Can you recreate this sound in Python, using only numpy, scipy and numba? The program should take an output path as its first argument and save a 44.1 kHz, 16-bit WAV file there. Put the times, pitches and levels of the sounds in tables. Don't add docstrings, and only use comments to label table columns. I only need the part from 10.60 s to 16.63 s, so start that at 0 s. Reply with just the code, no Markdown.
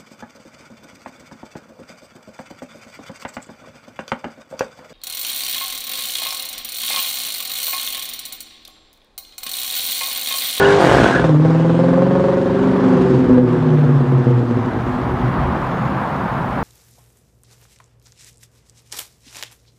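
import sys
import numpy as np
from scipy import signal
from scipy.fft import rfft, irfft, next_fast_len
from scipy.io import wavfile
from scipy.ndimage import uniform_filter1d, map_coordinates
from numba import njit

SR = 44100
rng = np.random.default_rng(int(sys.argv[2]) if len(sys.argv) > 2 else 0)


def master(y):
    cut = np.clip(np.atleast_2d(y).T, -1, 1)
    pcm = np.round(cut * 32767)
    wavfile.write(sys.argv[1], SR, pcm.astype(np.int16))


def level_to_linear(level):
    exponent = np.asarray(level, float) / 20
    return 10 ** exponent


N = 265923

# t/s, level/dB
GAIN_T_DB = [
    (0, -71.5),
    (.8, -72),
    (1.8, -69.5),
    (2.2, -68.5),
    (3, -69.5),
    (3.8, -70),
    (4.3, -65),
    (5, -63.5),
    (6.03, -61),
]
# f/Hz, level/dB
HISS_HZ_DB = [(3000, -25), (5000, -11), (7000, -10.5), (9000, -1.5), (11000, -1.5), (15600, -3.5),
              (15800, -83.5)]
# f/Hz, level/dB
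WHINE_HZ_DB = [(14800, -19), (8900, -21)]
# t/s, peak level/dB
TICKS_T_DB = [(.2003, -33), (.3218, -31), (.4012, -34), (.4445, -35), (.4625, -31), (.848, -40),
              (.8865, -50), (.8965, -47), (.9852, -37)]
# f/Hz, level/dB
TICK_HZ_DB = [(500, -36), (4000, -12), (15000, 0)]
# t/s, level/dB
INSECTS_T_DB = [
    (0, -92),
    (4.9, -98),
    (5.15, -65),
    (6.03, -73),
]
# f/Hz, level/dB
INSECT_HZ_DB = [(5600, -53.5), (6200, -7), (6900, 1), (7500, -46)]
# f/Hz, level/dB
WIND_HZ_DB = [(12, -56), (20, -28), (54, 5.5), (76, 5.5), (103, -9.5), (130, 12.5), (170, -50), (290, -120)]
# t/s, rise/dB, half length/s
GUSTS_T_DB_S = [(.4, 18, 0.11), (.63, 13, 0.072), (.85, 6, .04), (1.7, 0.5, 0.21), (2.43, 8, 0.046),
                (2.75, 10, 0.11), (3.3, 7, 0.084), (4.2, 6.5, 0.094), (4.46, 6.5, .05), (4.7, 7, 0.32)]
# f/Hz, level/dB
ROAR_HZ_DB = [(60, -20.5), (150, 7.5), (400, -7.5), (800, -2), (1100, -3.5), (1700, -13), (2500, -24),
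              (5000, -42.5), (9000, -77.5)]
# t/s, rise/dB, half length/s
TRAFFIC_T_DB_S = [
    (2.2, 2, .25),
    (4.95, 1.5, 0.45),
]
# t/s, change/dB, half length/s
DUCKS_T_DB_S = [
    (0.78, -3.5, .05),
    (2.83, -5.5, 0.045),
    (3.68, -2, 0.33),
    (2.38, 2, .2),
]
# f/Hz, t60/s
STREET_HZ_T60 = [(100, 1), (1000, 0.27), (8000, 0.048)]

# t/s, f/Hz, level/dB
SQUEAL_T_HZ_DB = [(0.0, 1586, -14.5), (0.108, 1552, -16.5), (0.154, 1543, -47), (0.286, 1579, -42),
                  (0.47, 1500, -18), (0.478, 1520, -22), (0.558, 1578, -13.5), (0.704, 1520, -44),
                  (0.72, 1530, -46)]
# t/s, f/Hz, level/dB, half length/s
CHIRPS_T_HZ_DB_S = [(0.004, 1650, -20.5, 0.0049), (0.03, 1580, -22.5, 0.0061), (0.038, 3280, -25, 0.0055),
                    (.058, 2900, -15.5, 0.0028), (.061, 1450, -20, 0.011), (0.098, 1560, -24, 0.0032),
                    (0.119, 1560, -16, 0.0041), (0.15, 1450, -32, 0.0044), (0.351, 1600, -18.5, 0.006),
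                    (0.378, 1480, -17, .006), (0.39, 1680, -15, 0.0029), (0.417, 1450, -16, 0.0082),
                    (0.46, 1510, -12, 0.0056), (0.517, 1600, -27, 0.0066), (0.52, 1650, -29, 0.0075),
                    (0.55, 1500, -15, 0.0059), (0.563, 1730, -15.5, 0.0048), (0.591, 1600, -21.5, 0.0052),
                    (0.618, 1550, -23, 0.0062)]

# t/s, firing rate/Hz
REVS_T_HZ = [(0, 397), (.187, 404), (.28, 333), (.44, 230), (.56, 184), (.7, 155), (.755, 149.4),
             (.88, 161.2), (1, 162), (1.52, 182.6), (1.9, 184.7), (2.05, 190), (2.2, 191.7), (2.35, 183.2),
             (2.65, 173), (3.85, 120.3), (4.1, 107), (6.03, 100)]
CYLINDERS_DB = [3, -0.5, -9, -7, -3.5, -21, -8, -8]
FRONTS_DB = [0, -2, -4, -10, -16, -24, -28, -30]
# t/s, pipe bark/dB, crack/dB
LIFT = [
    (.185, -40, -40),
    (.2, -26, -30),
    (.47, -25, -29),
]
EXHAUST_T_DB = LIFT + [(.54, -16, -22), (.66, -19, -16), (.81, -20, -25), (.86, -15.5, -16.5),
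                (.96, -19, -21), (1.35, -14.5, -14), (1.7, -15, -15), (1.85, -15, -22), (2.3, -12, -24),
                (2.5, -9.5, -28.5), (3, -14, -27.5), (3.96, -18.5, -32), (4.13, -19.5, -47),
                (4.85, -23.5, -46), (5.3, -35.5, -48)]
# t/s, note/Hz, echo kept per trip/0-1, scatter of firing sizes/0-1
PIPE_T_HZ = [(0, 133, .2, .1), (.18, 133, .2, .1), (.22, 138, .3, .5), (.5, 134, .4, .4), (.7, 131, .6, .1),
             (1.2, 132, .65, .08), (1.6, 136, .65, .1), (2.1, 131, .74, .15), (2.5, 126, .77, .22),
             (3, 122, .77, .3), (3.8, 120, .76, .35), (4.3, 122, .78, .6), (6.03, 123, .7, .9)]
# f/Hz, level/dB
MUFFLER_HZ_DB = [(40, -63), (90, -5.5), (135, -1.5), (200, -1.5), (260, 6.5), (320, 3), (400, 0), (470, -4),
                 (600, -25.5), (1500, -120)]
# f/Hz, level/dB
TAILPIPE_HZ_DB = [(150, -40), (400, -10), (525, 0), (575, -3), (660, -19), (950, -19), (1300, -27),
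                  (2500, -55), (6000, -120)]
# f/Hz, level/dB
FIRST_WAVE_HZ_DB = [(60, -30), (250, -3), (450, 0), (800, -6), (1300, -16), (2500, -45), (6000, -110)]
# t/s, rise/dB, half length/s
SURGE_T_DB_S = [
    (2.77, 13.5, 0.027),
]
# t/s, load/0-1
LOAD_T = [(.78, .1), (.86, .4), (1.75, .4), (2.4, .12)]

# t/s, peak level/dB
POPS_T_DB = [(.205, -2), (.226, 0), (.2482, -.5), (.2715, -1), (.2959, -1.5), (.3213, -.5), (.3484, 0),
             (.4441, 0), (.5091, -4), (.5513, -8)]
# t/s, peak level/dB
STRAYS_T_DB = [(.3354, -7), (.3697, -1), (.3846, -1), (.4007, -2), (.417, -4), (.4629, -2), (.4884, -6),
               (.5732, -9), (.5959, -7), (.6185, -11), (.642, -6)]
# f/Hz, level/dB
POP_HZ_DB = [(40, -42), (130, -11), (350, 0), (700, -3), (1200, -13), (3000, -36), (8000, -57),
             (16000, -78)]
# t/s, peak level/dB
BURBLES_T_DB = [(2.403, -18.5), (2.538, -6), (2.582, -8), (2.696, 5), (2.764, 0), (2.776, 1), (2.792, -6),
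                (2.808, -5), (2.945, -13.5), (3.6, -14), (3.668, 2.5), (3.857, -13), (3.922, -2),
                (3.993, -15.5)]
# f/Hz, level/dB
BURBLE_HZ_DB = [(40, -30), (130, -8), (255, 0), (370, -9), (490, -7), (700, -26), (1500, -70), (3000, -120)]

# t/s, level/dB
BLAST_T_DB = [
    (0, -4.5),
    (.12, -2.5),
    (.185, -5.5),
    (.21, -0.5),
    (.35, -1),
    (.5, -2.5),
    (.67, -13.5),
    (.76, -36),
    (1, -64.5),
]
# f/Hz, level/dB
RASP_HZ_DB = [(900, -27), (1500, 4), (2100, -6), (3400, -8), (4500, -14.5), (6000, -19), (8700, -25.5),
              (10500, -36), (15700, -56)]
# f/Hz, level/dB
TOP_OCTAVE_HZ_DB = [(5000, -37.5), (8000, 1), (10000, -7), (15700, -19.5)]

# firing rate/Hz, level/dB
BOOM_HZ_DB = [(104, -42), (112, -24), (127, -12.5), (150, -12), (170, -17), (190, -20), (330, -20),
              (400, -42)]
# t/s, change/dB, half length/s
NULLS_T_DB_S = [(.49, -9, 0.087), (.61, -3.5, .06), (1.8, -7, 0.22), (2.76, -14, 0.28), (3.28, -4, .025),
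                (3.46, -9, 0.052), (3.645, -10, 0.028), (3.86, -6.5, .035)]
# t/s, level/dB
OCTAVE_T_DB = [(.19, -30), (.3, -46), (.63, -34), (.7, -19), (1.4, -29), (2.4, -24), (2.7, -45),
               (3.96, -39.5), (4.2, -60)]
# t/s, level/dB
HALF_T_DB = [
    (.19, -61),
    (.25, -36),
    (.36, -25),
    (.44, -21),
    (.49, -50),
    (.6, -98.5),
]
# multiple of the cycle rate, level/dB
SCREAM_DB = [(1, -39), (2, -18), (3, -15), (4, -21), (5, -21), (6, -12), (7, -29), (8, 0), (9, -13),
             (10, -9), (11, -13), (12, -18), (13, -18), (14, -16), (15, -19), (16, -12), (17, -18),
             (18, -17), (19, -19), (20, -26), (21, -17), (22, -19), (23, -22), (24, -26)]
# t/s, share/0-1
FLAT_OUT_T = [(.187, 1), (.196, 0)]


def unit(x):
    return x / np.sqrt(np.mean(x ** 2) + 1e-20)


def along(points, hz):
    f, v = np.transpose(points)
    return np.interp(np.log(hz + 1), np.log(f + 1), v)


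def curves(rows):
    s, *cols = np.transpose(rows)
    return [np.interp(np.arange(N) / SR, s, c) for c in cols]


def bumps(rows):
    return sum(db * np.exp(-((np.arange(N) / SR - s) / half_s) ** 2) for s, db, half_s in rows)


def wobble(rate_hz):
    knots = rng.standard_normal(int(N * rate_hz / SR) + 4)
    return map_coordinates(knots, [np.arange(N) * rate_hz / SR])


def coloured(x, spectrum):
    m = 2 * next_fast_len(N // 2 + 8192)
    gain = level_to_linear(along(spectrum, np.fft.rfftfreq(m, 1 / SR)))
    cep = irfft(np.log(gain + 1e-6), m)
    cep[1:m // 2] *= 2
    cep[m // 2 + 1:] = 0
    return irfft(rfft(x, m) * np.exp(rfft(cep)), m)[:N]


def rush(spectrum, patchy_db):
    z = signal.stft(rng.standard_normal(N), nperseg=512)[2]
    field = uniform_filter1d(rng.standard_normal(z.shape), size=5, axis=0)
    field = uniform_filter1d(field, size=12, axis=1)
    patchy = signal.istft(z * level_to_linear(patchy_db * unit(field)), nperseg=512)[1][:N]
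    return unit(coloured(patchy, spectrum))


def steady(x):
    return x / np.sqrt(np.abs(uniform_filter1d(x ** 2, size=6000)) + 1e-9)


def spikes(rows, boost_db):
    s, db = np.transpose(rows)
    return np.bincount(np.round(s * SR).astype(int), level_to_linear(db + boost_db), N)[:N]


def gain_opened_db():
    gain_db, = curves(GAIN_T_DB)
    return gain_db - gain_db[0]


def wind():
    level_db = -39 + 0.96 * gain_opened_db() + bumps(GUSTS_T_DB_S)
    return level_to_linear(level_db) * unit(level_to_linear(0.5 * wobble(9.9)) * rush(WIND_HZ_DB, patchy_db=1.5))


def road_roar():
    far_db = -28 + 0.61 * gain_opened_db() + bumps(TRAFFIC_T_DB_S + DUCKS_T_DB_S)
    own_db = -21 + 0.55 * curves(BLAST_T_DB)[0]
    level = np.hypot(level_to_linear(far_db), level_to_linear(own_db))
    return level * level_to_linear(1.0 + 0.74 * wobble(6.3)) * rush(ROAR_HZ_DB, patchy_db=0.75)


def camera_hiss():
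    t = np.arange(N) / SR
    whine = sum(level_to_linear(db) * (wobble(60) + .6) * np.sin(2 * np.pi * hz * t) for hz, db in WHINE_HZ_DB)
    whine *= level_to_linear(.6 * gain_opened_db() - 3)
    return level_to_linear(curves(GAIN_T_DB)[0]) * (rush(HISS_HZ_DB, patchy_db=0) + whine)


def insects():
    return level_to_linear(curves(INSECTS_T_DB)[0]) * rush(INSECT_HZ_DB, patchy_db=-3.5)


def bright_clicks():
    return coloured(spikes(TICKS_T_DB, boost_db=7), TICK_HZ_DB)


def street(x):
    hz, t, z = signal.stft(rng.standard_normal(SR // 2), SR, nperseg=256)
    decay = level_to_linear(-60 * t / along(STREET_HZ_T60, hz)[:, None])
    tail = signal.istft(z * decay, SR, nperseg=256)[1]
    delayed = np.pad(x, (700, 0))
    return signal.fftconvolve(delayed, tail / np.linalg.norm(tail))[:N]


def tyres():
    hz, db = curves(SQUEAL_T_HZ_DB + [(.76, 1520, -91.5)])
    sing = np.zeros(N)
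    for shift in (.94, 1.05):
        phase = 2 * np.pi * np.cumsum(hz * (shift + .04 * wobble(60))) / SR
        sing += level_to_linear(3 * wobble(70)) * np.sin(phase)
    t = np.arange(SR) / SR
    chirps = np.zeros(SR)
    for s, f, level_db, half_s in CHIRPS_T_HZ_DB_S:
        chirps += level_to_linear(level_db) * np.exp(-((t - s) / half_s) ** 2) * np.sin(2 * np.pi * f * t)
    return level_to_linear(db - 6.5) * unit(sing) + np.pad(chirps, (0, N - SR))


@njit
def tube(x, trip, kept):
    y = x.copy()
    for i in range(len(x)):
        j = i - trip[i]
        k = int(j)
        if k >= 1:
            y[i] += kept[i] * (y[k] + (j - k) * (y[k + 1] - y[k]))
    return y


def pipe(x, share):
    note_hz, kept, _ = curves(PIPE_T_HZ)
    return tube(x, SR / note_hz, share * kept)


def crank():
    rate_hz, = curves(REVS_T_HZ)
    count = np.cumsum(rate_hz) / SR
    count += 8000 - count[round(1.2845 * SR)]
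    return rate_hz, count


def firing_pulses(count):
    at = np.flatnonzero(np.diff(np.floor(count)) > 0)
    cylinder = np.round(count[at]).astype(int) % len(CYLINDERS_DB)
    chance = curves(PIPE_T_HZ)[2][at] * rng.standard_normal(N)[at]
    sizes = level_to_linear(CYLINDERS_DB)
    uneven, fronts = np.zeros((2, N))
    uneven[at] = np.mean(sizes) - sizes[cylinder] - chance
    fronts[at] = level_to_linear(FRONTS_DB)[cylinder] + chance
    return uneven, fronts


def gas_rasp(fronts):
    blast_db, = curves(BLAST_T_DB)
    puffs = uniform_filter1d(np.clip(fronts, 0, 1), size=40)
    puffs = signal.lfilter([1], [1, -.985], puffs)
    far_db = -39 - 1.54 * np.arange(N) / SR + bumps(DUCKS_T_DB_S)
    level = np.hypot(level_to_linear(-24 + blast_db), level_to_linear(far_db))
    rasp = level_to_linear(2.0) * level * steady(rush(RASP_HZ_DB, patchy_db=1.37) * (3.8 + steady(puffs)))
    near_db = -41.5 + 4.1 * blast_db
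    return rasp + level_to_linear(near_db) * rush(TOP_OCTAVE_HZ_DB, patchy_db=-3)


def pop_events():
    main = POPS_T_DB + STRAYS_T_DB
    revs = np.transpose(REVS_T_HZ)
    leads = [(s - 2.15 / np.interp(s, *revs), db - 2.5) for s, db in POPS_T_DB]
    answers = [(s + .0057, db - 7) for s, db in main if not .36 < s < .45]
    return main + leads + answers


def pops():
    return coloured(pipe(-spikes(pop_events(), boost_db=33.5), .25), POP_HZ_DB)


def burbles():
    return coloured(pipe(-spikes(BURBLES_T_DB, boost_db=32.5), 0.93), BURBLE_HZ_DB)


def bark_and_crack(uneven, fronts):
    bark_db, crack_db = curves(EXHAUST_T_DB)
    bark = steady(coloured(pipe(uneven, 0.93), MUFFLER_HZ_DB))
    crack = steady(coloured(pipe(-fronts, .8), TAILPIPE_HZ_DB))
    crack += curves(LOAD_T)[0] * steady(coloured(-fronts * np.abs(fronts), FIRST_WAVE_HZ_DB))
    return level_to_linear(bark_db - 3.5) * bark + level_to_linear(crack_db + bumps(SURGE_T_DB_S) - 5.0) * crack


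def firing_tone(rate_hz, count):
    note_hz = curves(PIPE_T_HZ)[0]
    meet_db = 18 * np.exp(-((rate_hz / note_hz - 1) / 0.07) ** 2)
    tone_db = along(BOOM_HZ_DB, rate_hz) + bumps(NULLS_T_DB_S)
    octave_db = curves(OCTAVE_T_DB)[0] + meet_db + 2.3 * wobble(5.2)
    tone = -level_to_linear(tone_db + 4.5) * np.cos(2 * np.pi * (count - .08))
    tone -= level_to_linear(octave_db + 4.5) * np.cos(4 * np.pi * (count - .12))
    depth = 2.2 * curves(LOAD_T)[0] * np.clip((rate_hz - 158) / 25, 0, 1)
    tone *= 1 + depth * np.cos(2 * np.pi * (count / len(CYLINDERS_DB) - .62))
    return tone + level_to_linear(curves(HALF_T_DB)[0] + 5.5) * np.sin(np.pi * count)


def scream(count):
    return sum(level_to_linear(db - 10.5 + wobble(20)) * np.sin(2 * np.pi * (k * count / 8 + rng.random()))
               for k, db in SCREAM_DB)


def engine():
    rate_hz, count = crank()
    uneven, fronts = firing_pulses(count)
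    flat_out, = curves(FLAT_OUT_T)
    tones = flat_out * scream(count) + (1 - flat_out) * firing_tone(rate_hz, count)
    rough = bark_and_crack(uneven, fronts) + pops() + burbles() + gas_rasp(fronts)
    return tones, rough


def scene():
    air = wind() + road_roar() + camera_hiss() + insects() + bright_clicks()
    tones, rough = engine()
    rough = rough + tyres()
    return (air + level_to_linear(-16) * street(rough) + tones + rough)[None]


def low_pass(x):
    return signal.sosfilt(signal.butter(12, 15710, fs=SR, output="sos"), x)


def record(dry):
    capped = dry / (1 + np.abs(dry) ** 24) ** (1 / 24)
    limited = irfft(rfft(capped) * (np.fft.rfftfreq(N, 1 / SR) < 15720), N)
    return low_pass(limited)


dry = scene()
out = record(dry)
master(out)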